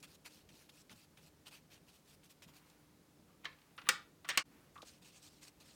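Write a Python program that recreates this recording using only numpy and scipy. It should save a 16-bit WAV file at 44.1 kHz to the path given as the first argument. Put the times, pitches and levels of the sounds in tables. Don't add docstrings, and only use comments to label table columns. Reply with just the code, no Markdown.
import sys
import numpy as np
from scipy import signal
from scipy.fft import rfft, irfft, next_fast_len
from scipy.io import wavfile
from scipy.ndimage import uniform_filter1d, map_coordinates

SR = 44100
rng = np.random.default_rng(int(sys.argv[2]) if len(sys.argv) > 2 else 0)


def generate_wav(sig):
    pcm = np.round(np.clip(np.atleast_2d(sig).T, -1, 1) * 32767).astype(np.int16)
    wavfile.write(sys.argv[1], SR, pcm)


def makeup_ratio(level_db):
    decades = np.asarray(level_db, float) / 20
    return 10 ** decades


N = 253569


# (start [s], press time [s], lift time [s], sheet hiss [dB], bristle scratch above the hiss [dB])
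BRUSH_STROKES = [(0, .004, 0.019, -74.5, 3), (.021, 0.02, 0.026, -57.5, -3.5), (.04, .11, .018, -71, 2),
                 (.243, 0.021, 0.028, -56.5, -0.5), (.27, .07, 0.098, -70.5, 1.5),
                 (.486, 0.0066, 0.039, -67.5, -2.5), (.5, 0.081, 0.1, -71.5, 3),
                 (0.688, 0.0068, .018, -62, -2.5), (.7, .11, .022, -73.5, 4), (.89, 0.018, 0.042, -62, -3),
                 (.92, 0.11, .03, -73, 4), (1.168, 0.0099, 0.04, -64.5, -6.5),
                 (1.185, 0.093, 0.019, -73.5, 4.5), (1.451, 0.024, 0.029, -59.5, -1.5),
                 (1.5, 0.034, 0.071, -63.5, -1.5), (1.7, 0.03, 0.061, -66, -2.5),
                 (1.865, 0.027, 0.027, -68, -1), (1.9, 0.053, 0.057, -76.5, 5),
                 (2.04, .095, .025, -75.5, 6.5), (2.23, 0.017, 0.038, -70, 2.5),
                 (2.288, 0.019, 0.031, -70.5, 5.5), (2.418, 0.009, 0.042, -64.5, -1.5),
                 (2.47, 0.015, 0.036, -70, 1), (2.53, 0.029, 0.046, -72.5, 3), (2.64, .06, .06, -83, 7.5),
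                 (4.845, 0.033, 0.047, -69.5, 8), (4.88, 0.058, 0.058, -74.5, 4),
                 (5.012, 0.014, .03, -68, 1), (5.035, 0.024, .06, -68, 5), (5.11, .045, 0.068, -71.5, 5.5),
                 (5.215, 0.034, 0.048, -68.5, 8), (5.28, .055, 0.084, -75.5, 6),
                 (5.405, .025, 0.047, -66, 5.5), (5.45, 0.029, 0.029, -68, 3),
                 (5.597, 0.012, 0.038, -67, 1.5), (5.63, 0.052, 0.13, -72, 4.5)]
# (centre [Hz], width [Hz], gain [dB])
PAPER_RESONANCES = [(2600, 430, 18), (3060, 780, 13.5)]
# (centre [Hz], width [Hz], gain [dB])
BRISTLE_RESONANCES = [(4420, 1350, 8.5), (5420, 1000, 1.5), (6470, 1900, -1.5), (8200, 3200, 0)]
# (centre [Hz], width of one pass [Hz], gain [dB])
WET_RESONANCE = [(8200, 1400, 0)]
# (frequency [Hz], relative level [dB])
FIZZ_COLOUR = [(8000, -5.5), (10000, 1), (12000, -1), (14500, 0.5), (15700, -4), (16100, -40),
               (16500, -120)]
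# (frequency [Hz], relative level [dB])
RUSTLE_COLOUR = [(300, -17), (700, -10.5), (1400, -10.5), (2000, -13), (3000, -52)]
# (time [s], level before a 4 dB cut [dB], pitch [Hz])
TIP_TICKS = [(0.0275, -47.5, 3990), (0.49, -52, 3160), (0.6936, -53, 2530), (0.8955, -50.5, 2370),
             (1.1728, -52, 2600), (1.7022, -61, 2610), (1.8677, -65.5, 3270), (2.2327, -58, 2610),
             (2.421, -48.5, 2450), (2.537, -56, 2150), (2.699, -57, 4870), (4.8494, -61, 4210),
             (5.48, -47.5, 4690), (5.6015, -63, 4630)]


def brush():
    rustle_db = -5.5
    thin_fizz_db, fresh_fizz_db, wet_db = -4, -9.5, -10.5
    fresh_paint_s = 4.5
    long_stroke_s, short_arch, long_arch = 0.075, 1.5, 0.81
    scratch_top_hz = 9660

    gain = np.zeros((5, N))
    for start, press, lift, hiss_db, scratch_db in BRUSH_STROKES:
        fresh = start > fresh_paint_s
        fizz_db = scratch_db + (fresh_fizz_db if fresh else thin_fizz_db)
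        above_hiss_db = np.array([0, scratch_db, fizz_db, rustle_db, scratch_db + wet_db])
        layers = makeup_ratio(hiss_db + above_hiss_db) * [1, 1, 1, 1, fresh]
        power = short_arch if press + lift < long_stroke_s else long_arch
        pressure = arch(start, press, lift, power)
        gain = np.hypot(gain, layers[:, None] * pressure)

    slips = patchy(count=5, patchy_db=2.5)
    slips = slips * makeup_ratio(1.73 * wobble(700) + 1.27 * wobble(60))

    def bristle_response(hz):
        return resonances(BRISTLE_RESONANCES)(hz) / (1 + (hz / scratch_top_hz) ** 14)

    hiss = unit(filtered(slips[0], resonances(PAPER_RESONANCES)))
    scratch = unit(filtered(slips[1], bristle_response))
    fizz = coloured(slips[2], FIZZ_COLOUR)
    rustle = coloured(slips[3], RUSTLE_COLOUR)
    wet = unit(filtered(slips[4], lambda hz: resonances(WET_RESONANCE)(hz) ** 2))
    strokes = np.sum(gain * [hiss, scratch, fizz, rustle, wet], axis=0)
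    ticks = puffs([(s, db, hz, 1.4 * hz, 0.025) for s, db, hz in TIP_TICKS])
    return strokes + ticks


# (frequency [Hz], relative level [dB])
CRACK_COLOUR = [(180, -29.5), (400, -13), (850, -6), (1200, 2.5), (3000, 0), (6500, -7.5), (8800, -11),
                (9700, -20), (16000, -24.5)]
# (time [s], level before a 10 dB cut [dB], tilt of the low modes [dB],
# tilt of the high modes [dB], rattle before the decay [ms])
PALETTE_KNOCKS = [(3.446, -41, 5, -5, 4), (3.454, -30.5, -2.5, -15, 3.7), (3.527, -57, -9, -13, 4),
                  (3.587, -63, -11, -10, 2.1), (3.617, -60, -15, -10, 2.2), (3.779, -41, 4.5, -15.5, 12),
                  (3.816, -45.5, 2.5, -14.5, 4), (3.869, -40.5, 21, -11, 6), (3.8886, -13.5, 0.5, 6, 3.1),
                  (4.246, -44.5, 0, -21, 3.3), (4.25, -42.5, 14, -6, 6.9), (4.28, -51, -2, 10, 5),
                  (4.2886, -25, -2.5, 5, 5), (4.301, -25, -4.5, -8, 2.9), (4.308, -33.5, 7, -14, 3),
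                  (4.374, -14, -6, 2, 3)]
# (frequency [Hz], relative level [dB], time to fall 60 dB [s])
PALETTE_MODES = [(200, -16, .1), (330, -16, .1), (517, -9, .1), (700, -15, .06), (1150, 1, .07),
                 (1250, -3, .06), (1450, -6, .05), (1750, -8, .05), (1985, -1, .07), (2330, -4, .07),
                 (2550, -8, .06), (2785, -1, .07), (3100, -2, .07), (3380, -6, .06), (3600, -8, .05),
                 (4300, -6, .04), (4620, -7, .05), (5240, -11, .05), (5755, -6, .06), (6130, -9, .04),
                 (6470, -9, .04), (7330, -13, .03), (8760, -5, .022), (10400, -19, .025)]


def knocks():
    ring_db, snap_db, echo_db = -2, 3, -8
    crack_t60, snap_t60 = 0.042, 0.016
    out, t = np.zeros(N + SR), np.arange(SR // 5) / SR
    hz, mode_db, mode_t60 = np.transpose(PALETTE_MODES)[:, :, None]
    for s, db, low_db, high_db, rattle_ms in PALETTE_KNOCKS:
        weight = [(600, 0.55 * low_db - 0.5), (1200, low_db), (2200, 0),
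                  (4000, 0.0072), (8000, high_db), (15000, 1.03 * high_db + 3)]
        after_rattle = np.maximum(t - rattle_ms / 1000, 0)

        phase = 2 * np.pi * rng.random(hz.shape)
        strength = makeup_ratio(mode_db + along(weight, hz) + 0.46 * rng.standard_normal(hz.shape))
        rings = strength * makeup_ratio(-60 * after_rattle / mode_t60) * np.sin(2 * np.pi * hz * t + phase)
        build_up = np.minimum(t * hz / 1.4, 1)
        ring = np.sum(rings * build_up, axis=0) / np.linalg.norm(strength)

        colour = lambda f: makeup_ratio(along(CRACK_COLOUR, f) + along(weight, f))
        dull = unit(filtered(rng.standard_normal(len(t)), lambda f: colour(f) / (1 + f / 7000)))
        crack = dull * makeup_ratio(-60 * after_rattle / crack_t60) * np.minimum(t / 0.0007, 1)
        bright = unit(filtered(rng.standard_normal(len(t)), lambda f: colour(f) * f / (f + 9000)))
        snap = bright * makeup_ratio(snap_db - 60 * t / snap_t60) * np.minimum(t / 0.0004, 1)

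        sound = makeup_ratio(echo_db) * signal.fftconvolve(crack, studio())
        sound[:len(t)] += makeup_ratio(ring_db) * ring + crack + snap
        out[round(s * SR):][:len(sound)] += makeup_ratio(db - 10.0) * sound
    return out[:N]


# (start [s], length [s], first level [dB], last level [dB])
FERRULE_DRAGS = [(3.28, .07, -79, -82), (3.428, 0.02, -79, -56), (3.785, .04, -60, -78),
                 (3.839, 0.033, -71, -55), (3.874, .016, -56.5, -58), (4.259, 0.045, -71, -48),
                 (4.296, .073, -46.5, -55)]


def drags():
    grit = coloured(rng.standard_normal(N) * makeup_ratio(3 * wobble(300)), CRACK_COLOUR)
    scrape = unit(filtered(grit, lambda f: f / (f + 2500) / (1 + (f / 3700) ** 8)))
    pressure = np.zeros(N)
    for s, length, first_db, last_db in FERRULE_DRAGS:
        level_db = curves([(s, first_db), (s + length, last_db)], left=-120, right=-120)[0]
        pressure += makeup_ratio(level_db)
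    return uniform_filter1d(pressure, size=130) * scrape


# (frequency [Hz], time to fall 60 dB [s])
STUDIO_DECAY = [(200, 0.59), (1200, 0.3), (3500, 0.28), (8000, 0.21), (15000, 0.16)]


def studio():
    hz, t, z = signal.stft(rng.standard_normal(SR // 2), SR, nperseg=256)
    decay = makeup_ratio(-60 * t / along(STUDIO_DECAY, hz)[:, None])
    tail = signal.istft(z * decay, SR, nperseg=256)[1]
    return np.pad(tail / np.linalg.norm(tail), (130, 0))


# (time [s], level before a 4 dB cut [dB],
# pitch [Hz], width of one of two filter passes [Hz], time to fall 60 dB [s])
HAND_SHIFTS = [(.905, -53, 158, 122, 0.31), (2.46, -51, 150, 80, 0.088), (2.487, -55, 885, 506, .034),
               (3.29, -68, 1190, 250, 0.35), (3.765, -67, 9900, 4000, 0.29), (3.862, -65, 9900, 3010, .14),
               (4.548, -53, 252, 150, .078), (4.745, -67.5, 5970, 7000, 0.43), (4.756, -59, 2310, 900, 0.1),
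               (4.757, -53, 1400, 400, .04), (4.761, -45, 1160, 450, 0.068),
               (4.778, -54.5, 3420, 1500, 0.039), (4.78, -51, 1156, 302, 0.19),
               (4.819, -49.5, 3680, 3500, 0.084), (4.828, -44, 480, 550, 0.048)]


def handling():
    return puffs(HAND_SHIFTS)


# (frequency [Hz], relative level [dB])
ROOM_COLOUR = [(15, -61), (25, -17.5), (87, -10), (120, -14.5), (157, -7), (236, -12.5), (301, -11.5),
               (326, -14.5), (575, -16.5), (624, -18), (714, -20), (1650, -27), (1790, -28), (4610, -25),
               (16000, -32)]
# (frequency [Hz], middle of the wavering amplitude [dB])
ROOM_HUMS = [(151, -75.5), (301, -77)]
# (start [s], rise [s], fall [s], level [dB])
ARM_STIRS = [(2.4, 0.17, 0.51, -76.5), (3.3, 0.34, 0.65, -82), (4.44, 0.11, 0.28, -74),
             (5.4, .22, 0.26, -85)]


def room_tone():
    split_hz = 600
    rumble_db, rustle_rest_db, hiss_db = -69, -79, -75
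    t = np.arange(N) / SR
    noise = coloured(rng.standard_normal(N), ROOM_COLOUR)
    low = filtered(noise, lambda hz: 1 / (1 + (hz / split_hz) ** 4))
    hiss = makeup_ratio(hiss_db) * unit(noise - low)

    hums = np.zeros(N)
    for hz, db in ROOM_HUMS:
        hums += makeup_ratio(db + 1.4 * wobble(6.3)) * np.sin(2 * np.pi * hz * t + 1.52 * wobble(8.1))

    rumble = makeup_ratio(rumble_db + 0.52 * wobble(3.09) + 1.4 * wobble(10)) * unit(low)

    stir = makeup_ratio(rustle_rest_db) + sum(makeup_ratio(db) * arch(s, rise, fall, 2.5) for s, rise, fall, db in ARM_STIRS)
    rustle_colour = [(400, -30.5), (800, -3.5), (2500, -9), (5000, -20.5)]  # (Hz, dB)
    rustle = stir * coloured(rng.standard_normal(N), rustle_colour)
    return rumble + hums + rustle + hiss


def dip():
    sag_s, sag_db_per_s = 4.40, 300
    drop_s, drop_db_per_s = 4.425, 3000
    deepest_db = -28
    back_s, half_back_db, half_back_for_s = 4.44, -9, 0.014
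    t = np.arange(N) / SR
    fade_db = -sag_db_per_s * np.maximum(t - sag_s, 0) - drop_db_per_s * np.maximum(t - drop_s, 0)
    back_db = np.where(t < back_s + half_back_for_s, half_back_db, 0)
    room_db = np.where(t < back_s, np.maximum(fade_db, deepest_db), back_db)
    return makeup_ratio(fade_db), uniform_filter1d(makeup_ratio(room_db), size=130)


def unit(x):
    return x / np.sqrt(np.mean(x ** 2) + 1e-20)


def along(points, hz):
    f, v = np.transpose(points)
    return np.interp(np.log(hz + 1), np.log(f + 1), v)


def curves(rows, **ends):
    s, *cols = np.transpose(rows)
    return [np.interp(np.arange(N) / SR, s, c, **ends) for c in cols]


def wobble(rate):
    knots = rng.standard_normal(int(N * rate / SR) + 4)
    return map_coordinates(knots, [np.arange(N) * rate / SR])


def filtered(x, response):
    m = next_fast_len(len(x) + 8192)
    return irfft(rfft(x, m) * response(np.fft.rfftfreq(m, 1 / SR)), m)[:len(x)]


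def coloured(x, spectrum):
    return unit(filtered(x, lambda hz: makeup_ratio(along(spectrum, hz))))


def resonances(modes):
    return lambda f: sum(makeup_ratio(db) * 1j * f * w / (c * c - f * f + 1j * f * w) for c, w, db in modes)


def puffs(rows):
    out, t = np.zeros(N + SR), np.arange(SR // 5) / SR
    for s, db, hz, width_hz, t60 in rows:
        band = resonances([(hz, width_hz, 0)])
        noise = unit(filtered(rng.standard_normal(len(t)), lambda f: band(f) ** 2))
        envelope = makeup_ratio(db - 4 - 60 * t / t60) * np.minimum(t / 0.0006, 1)
        out[round(s * SR):][:len(t)] += envelope * noise
    return out[:N]


def patchy(count, patchy_db):
    z = signal.stft(rng.standard_normal((count, N)), nperseg=256)[2]
    field = uniform_filter1d(rng.standard_normal(z.shape[1:]), size=4, axis=0)
    field = uniform_filter1d(field, size=10, axis=1)
    return signal.istft(z * makeup_ratio(patchy_db * unit(field)), nperseg=256)[1][:, :N]


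def arch(start, rise, fall, power):
    u = np.interp(np.arange(N) / SR, [start, start + rise, start + rise + fall], [0, 1, 0])
    return np.sin(np.pi / 2 * u) ** power


def scene():
    palette_gain, room_gain = dip()
    close = brush() + handling()
    palette = knocks() + drags()
    return (close + palette_gain * palette + room_gain * room_tone())[None]


def roll_off(x):
    return signal.sosfilt(signal.butter(12, 16750, fs=SR, output="sos"), x)


def record(dry):
    finished = filtered(dry[0], lambda hz: (hz < 16700) / (1 + (35 / (hz + 1)) ** 4))
    return roll_off(finished[None])


dry = scene()
out = record(dry)
generate_wav(out)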